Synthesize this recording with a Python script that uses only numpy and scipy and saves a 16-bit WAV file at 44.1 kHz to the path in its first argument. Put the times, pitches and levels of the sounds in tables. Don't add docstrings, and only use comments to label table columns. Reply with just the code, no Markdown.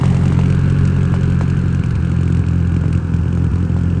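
import sys
import numpy as np
from scipy import signal
from scipy.fft import rfft, irfft, next_fast_len
from scipy.io import wavfile

SR = 44100
rng = np.random.default_rng(int(sys.argv[2]) if len(sys.argv) > 2 else 0)


def wrap_up_sound(samples):
    columns = np.atleast_2d(samples).T
    tamed = np.clip(columns, -1, 1)
    steps = np.round(tamed * 32767).astype(np.int16)
    wavfile.write(sys.argv[1], SR, steps)


N = 176400

# time_s, rate_hz
FIRING_RATE = [(0.0, 44.39), (0.22, 45.12), (0.42, 44.57), (0.68, 45.86), (0.95, 45.3), (1.25, 44.26),
               (1.55, 44.88), (1.78, 44.28), (1.98, 42.41), (2.2, 43.86), (2.38, 43.17), (2.5, 42.91),
               (2.75, 43.2), (3.0, 42.47), (3.2, 42.46), (3.42, 43.48), (3.6, 43.5), (4.0, 43.6)]
# strength_db, late_s, extra_hiss_db
CYLINDERS = [(.1, .0001, 2.5), (-.5, .00064, 2.6), (.7, -.0003, 4.6), (-.1, -.0004, 5.3)]
# time_s, strength_change_db, late_s
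STUMBLES = [(1.814, -8, 0.018), (1.86, -1, -.001), (1.929, -8, -0.0061), (1.976, -12, 0.025),
            (1.999, -0.5, -.0015), (2.392, 1.5, -.0012), (2.415, -8, -.002), (2.438, -2, .0005),
            (2.786, -5, .0005), (2.833, -2.5, .001), (2.856, 0.5, -.002), (2.88, -1.5, -.0005),
            (2.95, 4, -.0005), (2.997, -5.5, .0005), (3.02, -4.5, .0015), (3.067, -8.5, .0005),
            (3.138, 3, -.0005), (3.209, -4, .002), (3.487, 0, 0.025), (3.51, -9.5, -.002),
            (3.533, 1.5, .001), (3.671, -7, .0003)]
# time_s, multiplier
ROUGHNESS = [(1.7, 1), (2.8, 1.9)]
# time_s, exhaust_gain_db, gas_gain_db, whirr_gain_db
LAYER_GAINS = [(0, -14, -42.5, -26), (.4, -15, -47.5, -27.5), (.9, -15, -48, -28.5), (1.6, -17, -50, -29.5),
               (2.4, -15.5, -49, -31), (3.1, -17, -51.5, -31.5), (4, -18, -53.5, -30.5)]

# pitch_hz, gain_db
WHIRR_START = [(25, 9), (120, 29.5), (300, 12), (480, 4), (700, 1), (1000, -5), (1450, -10), (2000, -8.5),
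               (2700, -21.5), (3400, -18), (5000, -24.5), (9000, -26)]
WHIRR_BEHIND = [(25, 17), (120, 22.5), (300, 10.5), (520, -3.5), (630, -3.5), (850, -9.5), (1200, -11),
                (1450, -6), (1680, -5), (1900, -13.5), (2300, -19), (2800, -18), (3400, -29), (4200, -23.5),
                (5000, -31), (9000, -33.5)]
WHIRR_BESIDE = [(25, 8.5), (120, 30), (300, 12.5), (520, 3), (650, 2), (850, -0.5), (1200, -7), (1500, -3),
                (1900, -11.5), (2700, -16), (3400, -26), (5000, -24.5), (9000, -29.5)]
# pitch_hz, width_hz, depth_db
WHIRR_DIPS = [(620, 50, -9), (1910, 60, -7)]
# pitch_hz, gain_db
BASS_CUT = [(30, -14), (90, -10), (130, -10), (200, -5.5), (450, 0)]
# pitch_hz, width_hz, behind_db, beside_db
ENGINE_RINGS = [(537, 10, -19, -17), (1398, 7, -17.5, -22), (1460, 14, -23, -16.5), (1535, 8, -20.5, -22),
                (1625, 8, -18.5, -28)]
# time_s, pitch_hz
GROUND_NOTCH = [(0, 484), (.3, 550), (.6, 630), (2.4, 642), (4, 726)]
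# multiple, level_db
OVERTONES = [(7, -42), (9, -38), (12, -46)]
# time_s, gain_db
OVERTONE_FADE = [(0, -2), (1.2, -1), (1.8, -7.5), (2.5, -14)]
# pitch_hz, gain_db
TICK_TONE = [(1200, -24.5), (2000, -2.5), (2500, -6), (3000, -4), (3500, -22), (9000, -25.5)]
# time_s, level_db
TICK_LEVEL = [(0, -50), (1.2, -50), (2.5, -57), (4, -62)]

# start_s, strength_db
GULPS = [(1.93, -14), (1.97, -13), (2.41, -23), (3.205, -15.5), (3.489, -10.5), (3.519, -13.5)]
SPITS = [(0.0562, -26), (0.1448, -25), (0.1661, -24), (0.2547, -25), (0.2786, -25), (0.3896, -26),
         (0.4582, -26), (0.501, -25), (0.5227, -26), (0.6984, -27), (0.7864, -26), (0.8514, -22),
         (0.8739, -25), (1.2307, -27), (1.4097, -26), (1.4993, -26), (1.7456, -28), (1.8369, -28),
         (1.8592, -28), (1.9072, -28), (1.9522, -27), (2.1159, -27), (2.277, -27), (2.347, -29),
         (2.3683, -27), (2.4637, -29), (2.4844, -27), (2.764, -28), (2.8795, -30), (2.9272, -23),
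         (2.9496, -32), (2.9742, -32), (3.1618, -33), (3.5551, -31)]
POPS = [(0.0345, -15), (0.3215, -19), (0.39, -18), (0.965, -25), (1.1395, -16.5), (1.41, -15.5),
        (2.838, -25), (3.373, -26), (3.764, -24)]
# pitch_hz, gain_db
SPIT_TONE = [(800, -14), (1900, 6), (2300, 15.5), (2900, 13.5), (3400, -6), (4200, 4), (5000, -15),
             (6800, -14), (8500, -7.5), (9500, -20)]
SIZZLE_TONE = [(3000, -18), (4300, -2), (6300, -3.5), (8800, -5)]
POP_TAIL_TONE = [(150, -26.5), (400, -15), (600, 0.5), (900, -1), (1300, -14), (2000, -9), (3500, -17.5),
                 (9000, -23)]
# pitch_hz, gain_db
CHUFF_TONE = [(100, -7), (220, 3), (330, 4.5), (450, -11.5), (620, -30.5), (1000, -26.5), (2000, -34),
              (5000, -66.5)]
RASP_TONE = [(400, -28), (800, 5.5), (1500, 9), (1900, -21), (2300, 7), (2900, 5.5), (3400, -13.5),
             (5000, -17.5), (9000, -29.5)]
HISS_TONE = [(1500, -30), (3000, 11.5), (4000, 4), (5000, 1), (6800, 5), (8000, 3), (8700, 7.5),
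             (9500, -34.5)]
# pitch_hz, gain_db
BARK_TONE = [(120, -43), (220, 1), (265, 1.5), (312, -1), (355, -5.5), (398, -6), (445, -9.5), (485, -17),
             (532, -10.5), (610, -27.5), (1200, -33.5), (4000, -79)]
# pitch_hz, gain_db
PIPE_BEHIND = [(5, -71.5), (25, -19), (44, -5), (60, -21), (88, 4.5), (134, 6.5), (178, 4), (222, -27.5),
               (266, -33), (350, -24.5), (620, -45), (4000, -81.5)]
PIPE_BESIDE = [(5, -61), (25, -49.5), (44, -11.5), (62, -15.5), (86, 4), (130, -1.5), (174, 0.5),
               (218, -21), (262, -19), (350, -39.5), (620, -57.5), (4000, -78.5)]

WALK_S = (1.6, 2.73)
WHIRR_BLEND_S = (0.101, 0.601, 1.9, 3.2)
FIRST_FIRING = .43


def amp(db):
    return 10 ** (np.asarray(db) / 20)


def unit(x):
    return x / np.sqrt(np.mean(x ** 2) + 1e-20)


def curves(rows):
    s, *cols = np.transpose(rows)
    return [np.interp(np.arange(N) / SR, s, c) for c in cols]


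def gain(tone, hz):
    pitch_hz, db = np.transpose(tone)
    return amp(np.interp(np.log(hz + 1), np.log(pitch_hz + 1), db))


def filtered(x, response):
    size = 2 * next_fast_len(N)
    return irfft(rfft(x, size) * response(np.fft.rfftfreq(size, 1 / SR)), size)[:N]


def rung(x, tone):
    def response(hz):
        cepstrum = irfft(np.log(gain(tone, hz)))
        cepstrum[1:len(cepstrum) // 2] *= 2
        cepstrum[len(cepstrum) // 2 + 1:] = 0
        return np.exp(rfft(cepstrum))
    return filtered(x, response)


def noise(tone):
    return unit(filtered(rng.standard_normal(N), lambda hz: gain(tone, hz)))


def impulses(times, db):
    return np.bincount(np.clip(np.round(times * SR).astype(int), 0, N), amp(db), N + 1)[:N]


def placed(shape, times, db):
    return signal.fftconvolve(impulses(times, db), shape / abs(shape).max())[:N]


def swell(t, attack_s, decay_s):
    return (1 - np.exp(-t / attack_s)) * np.exp(-t / decay_s)


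def bursts(times, db, tone, attack_s, decay_s):
    t = np.arange(SR // 8) / SR
    return placed(swell(t, attack_s, decay_s), times, db) * noise(tone)


def puffs(times, db, tone, scatter_db, delay_s, attack_s, decay_s):
    sizes_db = db + scatter_db * rng.uniform(-1, 1, len(db))
    return unit(bursts(times + delay_s, sizes_db, tone, attack_s, decay_s))


def beside():
    return np.clip((np.arange(N) / SR - WALK_S[0]) / (WALK_S[1] - WALK_S[0]), 0, 1)


def with_ground_echo(x, strength=.45, cutoff_hz=2500):
    n = np.arange(N)
    notch_hz, = curves(GROUND_NOTCH)
    delay_samples = SR / (2 * notch_hz)
    dull = filtered(x, lambda hz: 1 / (1 + (hz / cutoff_hz) ** 4))
    return x + strength * np.interp(n - delay_samples, n, dull)


def whirr():
    def blend(shares):
        return np.sqrt(np.interp(np.arange(N) / SR, WHIRR_BLEND_S, shares))

    def dips(hz):
        return amp(sum(db * np.exp(-((hz - pitch) / width) ** 2) for pitch, width, db in WHIRR_DIPS))

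    later = blend([0, 1, 1, 0]) * noise(WHIRR_BEHIND) + blend([0, 0, 0, 1]) * noise(WHIRR_BESIDE)
    wash = blend([1, 0, 0, 0]) * noise(WHIRR_START) + filtered(later, dips)
    sound = amp(14.5) * filtered(unit(with_ground_echo(wash)), lambda hz: gain(BASS_CUT, hz))
    side = beside()
    for pitch, width, behind_db, beside_db in ENGINE_RINGS:
        ring = filtered(rng.standard_normal(N), lambda hz: 1 / (1 + ((hz - pitch) / width) ** 2))
        sound += amp((1.5 - side) * behind_db + side * beside_db) * unit(ring)
    return sound


def hum():
    rate_hz, = curves(FIRING_RATE)
    cycles = np.cumsum(rate_hz) / SR - FIRST_FIRING
    fade_db, = curves(OVERTONE_FADE)
    return np.sqrt(2) * sum(amp(db + fade_db) * np.sin(2 * np.pi * k * cycles) for k, db in OVERTONES)


def ticks(times, db):
    level_db, = curves(TICK_LEVEL)
    ticking = puffs(times, db, TICK_TONE, scatter_db=2.5, delay_s=.0116, attack_s=.0005, decay_s=.0012)
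    return amp(level_db) * ticking


def gulps(pitch_hz=78):
    t = np.arange(SR // 6) / SR
    ring = np.sin(2 * np.pi * pitch_hz * t) * swell(t, attack_s=.012, decay_s=.016)
    return placed(ring, *np.transpose(GULPS))


def spits():
    times, db = np.transpose(SPITS)
    snap = bursts(times, db, SPIT_TONE, attack_s=.00054, decay_s=.003)
    sizzle = bursts(times, db, SIZZLE_TONE, attack_s=.0015, decay_s=.004)
    return amp(-8.5) * snap + amp(-12.5) * sizzle


def pops(start_hz=1868, end_hz=365, fall_s=.00133):
    times, db = np.transpose(POPS)
    t = np.arange(SR // 20) / SR
    pitch_hz = end_hz + (start_hz - end_hz) * np.exp(-t / fall_s)
    chirp = np.sin(2 * np.pi * np.cumsum(pitch_hz) / SR) * swell(t, attack_s=.0002, decay_s=.0077)
    tail = bursts(times, db, POP_TAIL_TONE, attack_s=.011, decay_s=.012)
    return placed(chirp, times, db) + amp(-18) * tail


def gas(times, db, hiss_db):
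    rasp = puffs(times, db, RASP_TONE, scatter_db=2.5, delay_s=.0004, attack_s=.0006, decay_s=.002)
    hiss = puffs(times, hiss_db, HISS_TONE, scatter_db=5, delay_s=.0015, attack_s=.0015, decay_s=.0038)
    return amp(3) * rasp + amp(-3) * hiss


def firings(scatter_db=.45, scatter_s=.00009):
    rate_hz, = curves(FIRING_RATE)
    cycles = np.cumsum(rate_hz) / SR
    count = np.arange(int(cycles[-1]))
    db, late_s, extra_hiss_db = np.array(CYLINDERS)[count % len(CYLINDERS)].T
    times = np.interp(count + FIRST_FIRING, cycles, np.arange(N) / SR)
    roughness = np.interp(times, *np.transpose(ROUGHNESS))
    chance = rng.standard_normal((len(count), 2)) * roughness[:, None]
    db = db + scatter_db * chance[:, 0]
    for time_s, change_db, shift_s in STUMBLES:
        nearest = np.argmin(abs(times - time_s))
        db[nearest] += change_db
        late_s[nearest] += shift_s
    return times + late_s + scatter_s * chance[:, 1], db, db + extra_hiss_db


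def bark(times, db, scatter_db=3, delay_s=.002):
    roughness = np.interp(times, *np.transpose(ROUGHNESS))
    sizes_db = db + scatter_db * roughness * rng.uniform(-1, 1, len(db))
    return unit(rung(impulses(times + delay_s, sizes_db), BARK_TONE))


def thump(times, db, delay_s=.0032):
    pulses, side = impulses(times + delay_s, db), beside()
    return (1 - side) * unit(rung(pulses, PIPE_BEHIND)) + side * unit(rung(pulses, PIPE_BESIDE))


def exhaust(times, db):
    chuff = puffs(times, db, CHUFF_TONE, scatter_db=6, delay_s=.0021, attack_s=.0052, decay_s=.0019)
    return amp(1.5) * thump(times, db) + amp(-17) * bark(times, db) + amp(-28) * chuff


def scene():
    times, db, hiss_db = firings()
    exhaust_gain, gas_gain, whirr_gain = amp(curves(LAYER_GAINS))
    background = whirr_gain * whirr() + hum() + ticks(times, db)
    odd_noises = gulps() + spits() + pops()
    beat = gas_gain * gas(times, db, hiss_db) + exhaust_gain * exhaust(times, db)
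    return (background + odd_noises + beat)[None]


def record(dry):
    top_hz = 9080
    return filtered(dry[0], lambda hz: 1 / np.sqrt(1 + (hz / top_hz) ** 120))[None]


dry = scene()
out = record(dry)
wrap_up_sound(out)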